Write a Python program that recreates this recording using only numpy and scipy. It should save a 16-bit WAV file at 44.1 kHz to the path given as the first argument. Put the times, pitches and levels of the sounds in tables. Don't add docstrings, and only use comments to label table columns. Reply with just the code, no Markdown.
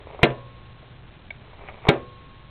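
import sys
import numpy as np
from scipy import signal
from scipy.fft import rfft, irfft
from scipy.io import wavfile

SR = 44100
rng = np.random.default_rng(int(sys.argv[2]) if len(sys.argv) > 2 else 0)


def digitize_waveform(pressure):
    field = np.atleast_2d(pressure).T
    bounded = np.clip(field, -1, 1)
    quanta = np.round(bounded * 32767).astype(np.int16)
    wavfile.write(sys.argv[1], SR, quanta)


N = 110250
T = np.arange(N) / SR
HZ = np.fft.rfftfreq(N, 1 / SR)


# start_s, crack_db, thump_db, board_db, room_db, boom_db
RELEASES = [(0.2314, -4, -2.5, -1.5, -0.5, -27), (1.8872, -4.5, -0.5, 1, -2, -36.5)]
def snaps():
    out = np.zeros(N)
    attack = 1 - np.exp(-T / 0.00032)
    for release, (start_s, crack_db, thump_db, board_db, room_db, boom_db) in enumerate(RELEASES):
        add(out, start_s, attack * (amp(crack_db) * crack() + amp(board_db) * board(release) + coil(release)))
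        add(out, start_s, amp(thump_db) * thump() + amp(boom_db) * boom() + amp(room_db) * room())
    return out


# frequency_hz, relative_db
CRACK_SPECTRUM = [(100, -5.5), (500, 22), (800, 8), (1100, 5), (1600, -1.5), (2200, 14.5), (2900, 5.5),
                  (3900, 10), (5000, -8)]
def crack():
    return burst(noise(CRACK_SPECTRUM), t60_s=0.047)


# pitch_hz, first_release_db, second_release_db, t60_s
BOARD_MODES = [(224.8, -28, -31, 0.22), (250.5, -27, -29, 0.4), (328, -18.5, -19, .24),
               (354, -21, -20, 0.26), (393.8, -28.5, -17, .22), (422.3, -17, -22.5, .26),
               (565.5, -26, -15, .18), (690.6, -21.5, -24.5, .26), (803, -31.5, -18.5, 0.16),
               (1164, -32.5, -32, 0.25), (1380, -21, -23.5, 0.11), (1586, -23, -25, .17),
               (1770, -26, -33.5, 0.24), (2004, -29, -41, 0.2), (2104, -13, -25, 0.083),
               (2217, -43, -10.5, 0.047), (2550, -34, -46, .24), (2805, -28, -41, 0.2)]
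def board(release):
    return ring([(hz, levels[release], t60_s) for hz, *levels, t60_s in BOARD_MODES])


def thump(pitch_hz=145.2, t60_s=0.039):
    return -np.sin(2 * np.pi * pitch_hz * T) * fade(t60_s)


def boom(pitch_hz=131.6, peak_s=0.062, width_s=0.025):
    return np.sin(2 * np.pi * pitch_hz * T) * np.exp(-.5 * ((T - peak_s) / width_s) ** 2)


# pitch_hz, first_release_db, second_release_db, t60_s
COIL_MODES = [(121.2, -40, -43.5, 1.8), (367.3, -48.5, -41, 0.78), (495, -61, -36.5, .8),
              (498, -36.5, -59.5, .75), (556, -31.5, -38.5, .6), (995, -33, -47.5, 0.5),
              (1083, -46, -43, 2.5)]
def coil(release):
    return ring([(hz, levels[release], t60_s) for hz, *levels, t60_s in COIL_MODES])


# start_s, level_db
CHATTER_HITS = [(0.2396, -11.5), (0.2442, -17.5), (0.2525, -23), (0.304, -34), (1.898, -27), (1.908, -24.5),
                (1.936, -31.5)]
def chatter():
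    out = np.zeros(N)
    for start_s, level_db in CHATTER_HITS:
        add(out, start_s, amp(level_db) * crack())
    return out


# frequency_hz, relative_db
FRICTION_SPECTRUM = [(80, -8.5), (290, -17), (410, 8), (500, -1.5), (580, 2.5), (800, -0.5), (1180, -3),
                     (1550, -15.5), (1900, -10.5), (2300, -3), (2800, -16), (4200, -25.5)]
# start_s, level_db, centre_hz
SLIP_EVENTS = [(0.0708, -33.5, 540), (0.1035, -39.5, 476), (0.1915, -29.5, 735), (0.218, -34, 905),
               (0.228, -30.5, 1320), (0.828, -44.5, 820), (1.531, -41.5, 850), (1.677, -40, 2180),
               (1.6865, -31.5, 1400), (1.841, -39.5, 1180), (1.852, -26.5, 866), (1.870, -20.5, 696),
               (1.880, -26.5, 800), (1.885, -16.5, 1400)]
def slips(t60_s=0.038, echo_db=-18):
    out = np.zeros(N)
    for start_s, level_db, centre_hz in SLIP_EVENTS:
        direct, echo = (noise(FRICTION_SPECTRUM, centre_hz, focus_db=4) for _ in range(2))
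        add(out, start_s, amp(level_db) * (burst(direct, t60_s) + amp(echo_db) * reverberation(echo)))
    return out


# time_s, level_db
SCRAPE_ENVELOPES = [
    [(0, -48), (.06, -53), (.11, -46.5), (.15, -43), (.18, -52.5), (.225, -46), (.26, -78)],
    [(1.3, -90), (1.42, -58), (1.57, -54.5), (1.61, -45), (1.69, -43.5), (1.73, -47.5), (1.81, -50.5),
     (1.88, -41.5), (1.92, -87)],
]
SCRAPE_CENTRES = [527, 1090]
def scrape(grains_per_s=1300, spread_db=2.5):
    out = np.zeros(N)
    for envelope, centre_hz in zip(SCRAPE_ENVELOPES, SCRAPE_CENTRES):
        sizes = rng.standard_normal(N) * amp(spread_db * np.minimum(rng.exponential(1, N), 4))
        grains = sizes * (rng.random(N) < grains_per_s / SR)
        level_db = np.interp(T, *np.transpose(envelope))
        out += colour(grains, FRICTION_SPECTRUM, centre_hz, focus_db=1) * amp(level_db)
    return out


# pitch_hz, level_db, t60_s
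PIN_MODES = [(607, -13, 0.026), (927, -19, .03), (1550, -22.5, 0.045), (2240, -1.5, 0.024),
             (3640, -13, 0.021)]
# start_s, level_db
BOUNCES = [(1.3052, -28.5), (1.3070, -23.5), (1.3096, -32)]
def tip_bounce(echo_db=-14):
    out, tink = np.zeros(N), ring(PIN_MODES)
    for start_s, level_db in BOUNCES:
        add(out, start_s, amp(level_db) * tink)
    response = reverberation(noise(CRACK_SPECTRUM))
    response /= abs(rfft(response)).max()
    return out + amp(echo_db) * signal.fftconvolve(out, response)[:N]


# frequency_hz, relative_db
ROOM_SPECTRUM = [(50, -8.5), (130, -15), (230, 8), (285, -12.5), (340, -0.5), (600, 5.5), (900, -5),
                 (1300, -7), (2400, -13), (3200, -18), (4200, -21.5)]
def room(gain_db=-16.5):
    return amp(gain_db) * reverberation(noise(ROOM_SPECTRUM))


# frequency_hz, t60_s
ROOM_DECAY = [(60, .24), (400, .3), (1000, .28), (2200, .25), (4000, 0.27)]
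def reverberation(source, rise_s=0.0021):
    spectrum, tail = rfft(source), np.zeros(N)
    centres_hz, t60s = np.transpose(ROOM_DECAY)
    for share, t60_s in zip(np.eye(len(t60s)), t60s):
        band_gain = log_interp(list(zip(centres_hz, share)))
        tail += irfft(spectrum * band_gain, N) * fade(t60_s)
    return (1 - np.exp(-T / rise_s)) * tail


# frequency_hz, relative_db
FLOOR_SPECTRUM = [(15, -1.5), (30, -6.5), (45, -0.5), (90, -3), (130, -5), (200, -11.5), (300, -17),
                  (550, -20), (1000, -24.5), (2000, -29), (3500, -33.5)]
def background(floor_db=-46.5, hum_hz=121, hum_db=-55):
    return amp(floor_db) * noise(FLOOR_SPECTRUM) + amp(hum_db) * np.sin(2 * np.pi * hum_hz * T)


def amp(db):
    return 10 ** (np.asarray(db) / 20)


def unit(x):
    return x / np.sqrt(np.mean(x ** 2) + 1e-20)


def log_interp(points):
    hz, value = np.transpose(points)
    return np.interp(np.log(HZ + 1), np.log(hz + 1), value)


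def add(mix, start_s, sound):
    part = mix[max(round(start_s * SR), 0):][:len(sound)]
    part += sound[:len(part)]


def fade(t60_s):
    return np.exp(-np.log(1000) * T / t60_s)


def colour(x, spectrum, centre_hz=1000, focus_db=0):
    octaves = np.log2((HZ + 1) / centre_hz)
    gain = amp(log_interp(spectrum) - focus_db * octaves ** 2)
    return unit(irfft(rfft(x) * gain, N))


def noise(spectrum, centre_hz=1000, focus_db=0):
    return colour(rng.standard_normal(N), spectrum, centre_hz, focus_db)


def burst(source, t60_s):
    envelope = fade(t60_s)
    return unit(source * envelope) * np.sqrt(np.mean(envelope ** 2))


def ring(modes):
    return sum((-1) ** k * amp(db) * fade(t60_s) * np.sin(2 * np.pi * hz * T)
               for k, (hz, db, t60_s) in enumerate(modes))


def scene():
    return (snaps() + chatter() + slips() + scrape() + tip_bounce() + background())[None]


def record(dry, rate_hz=8000, full_scale=.72, steps=128, edge_hz=16600):
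    x = signal.resample_poly(dry, rate_hz, SR, axis=1, window=("kaiser", 5))
    x = np.round(np.clip(x / full_scale, -1, 1) * steps) / steps
    reconstruction = signal.firwin(14001, 1 / 435, window=("kaiser", 9))
    x = signal.resample_poly(x, SR, rate_hz, axis=1, window=reconstruction)[:, :N]
    lowpass = signal.firwin(511, edge_hz, window=("kaiser", 9), fs=SR)
    return signal.oaconvolve(full_scale * np.clip(x, -1, 1), lowpass[None], "same")


dry = scene()
out = record(dry)
digitize_waveform(out)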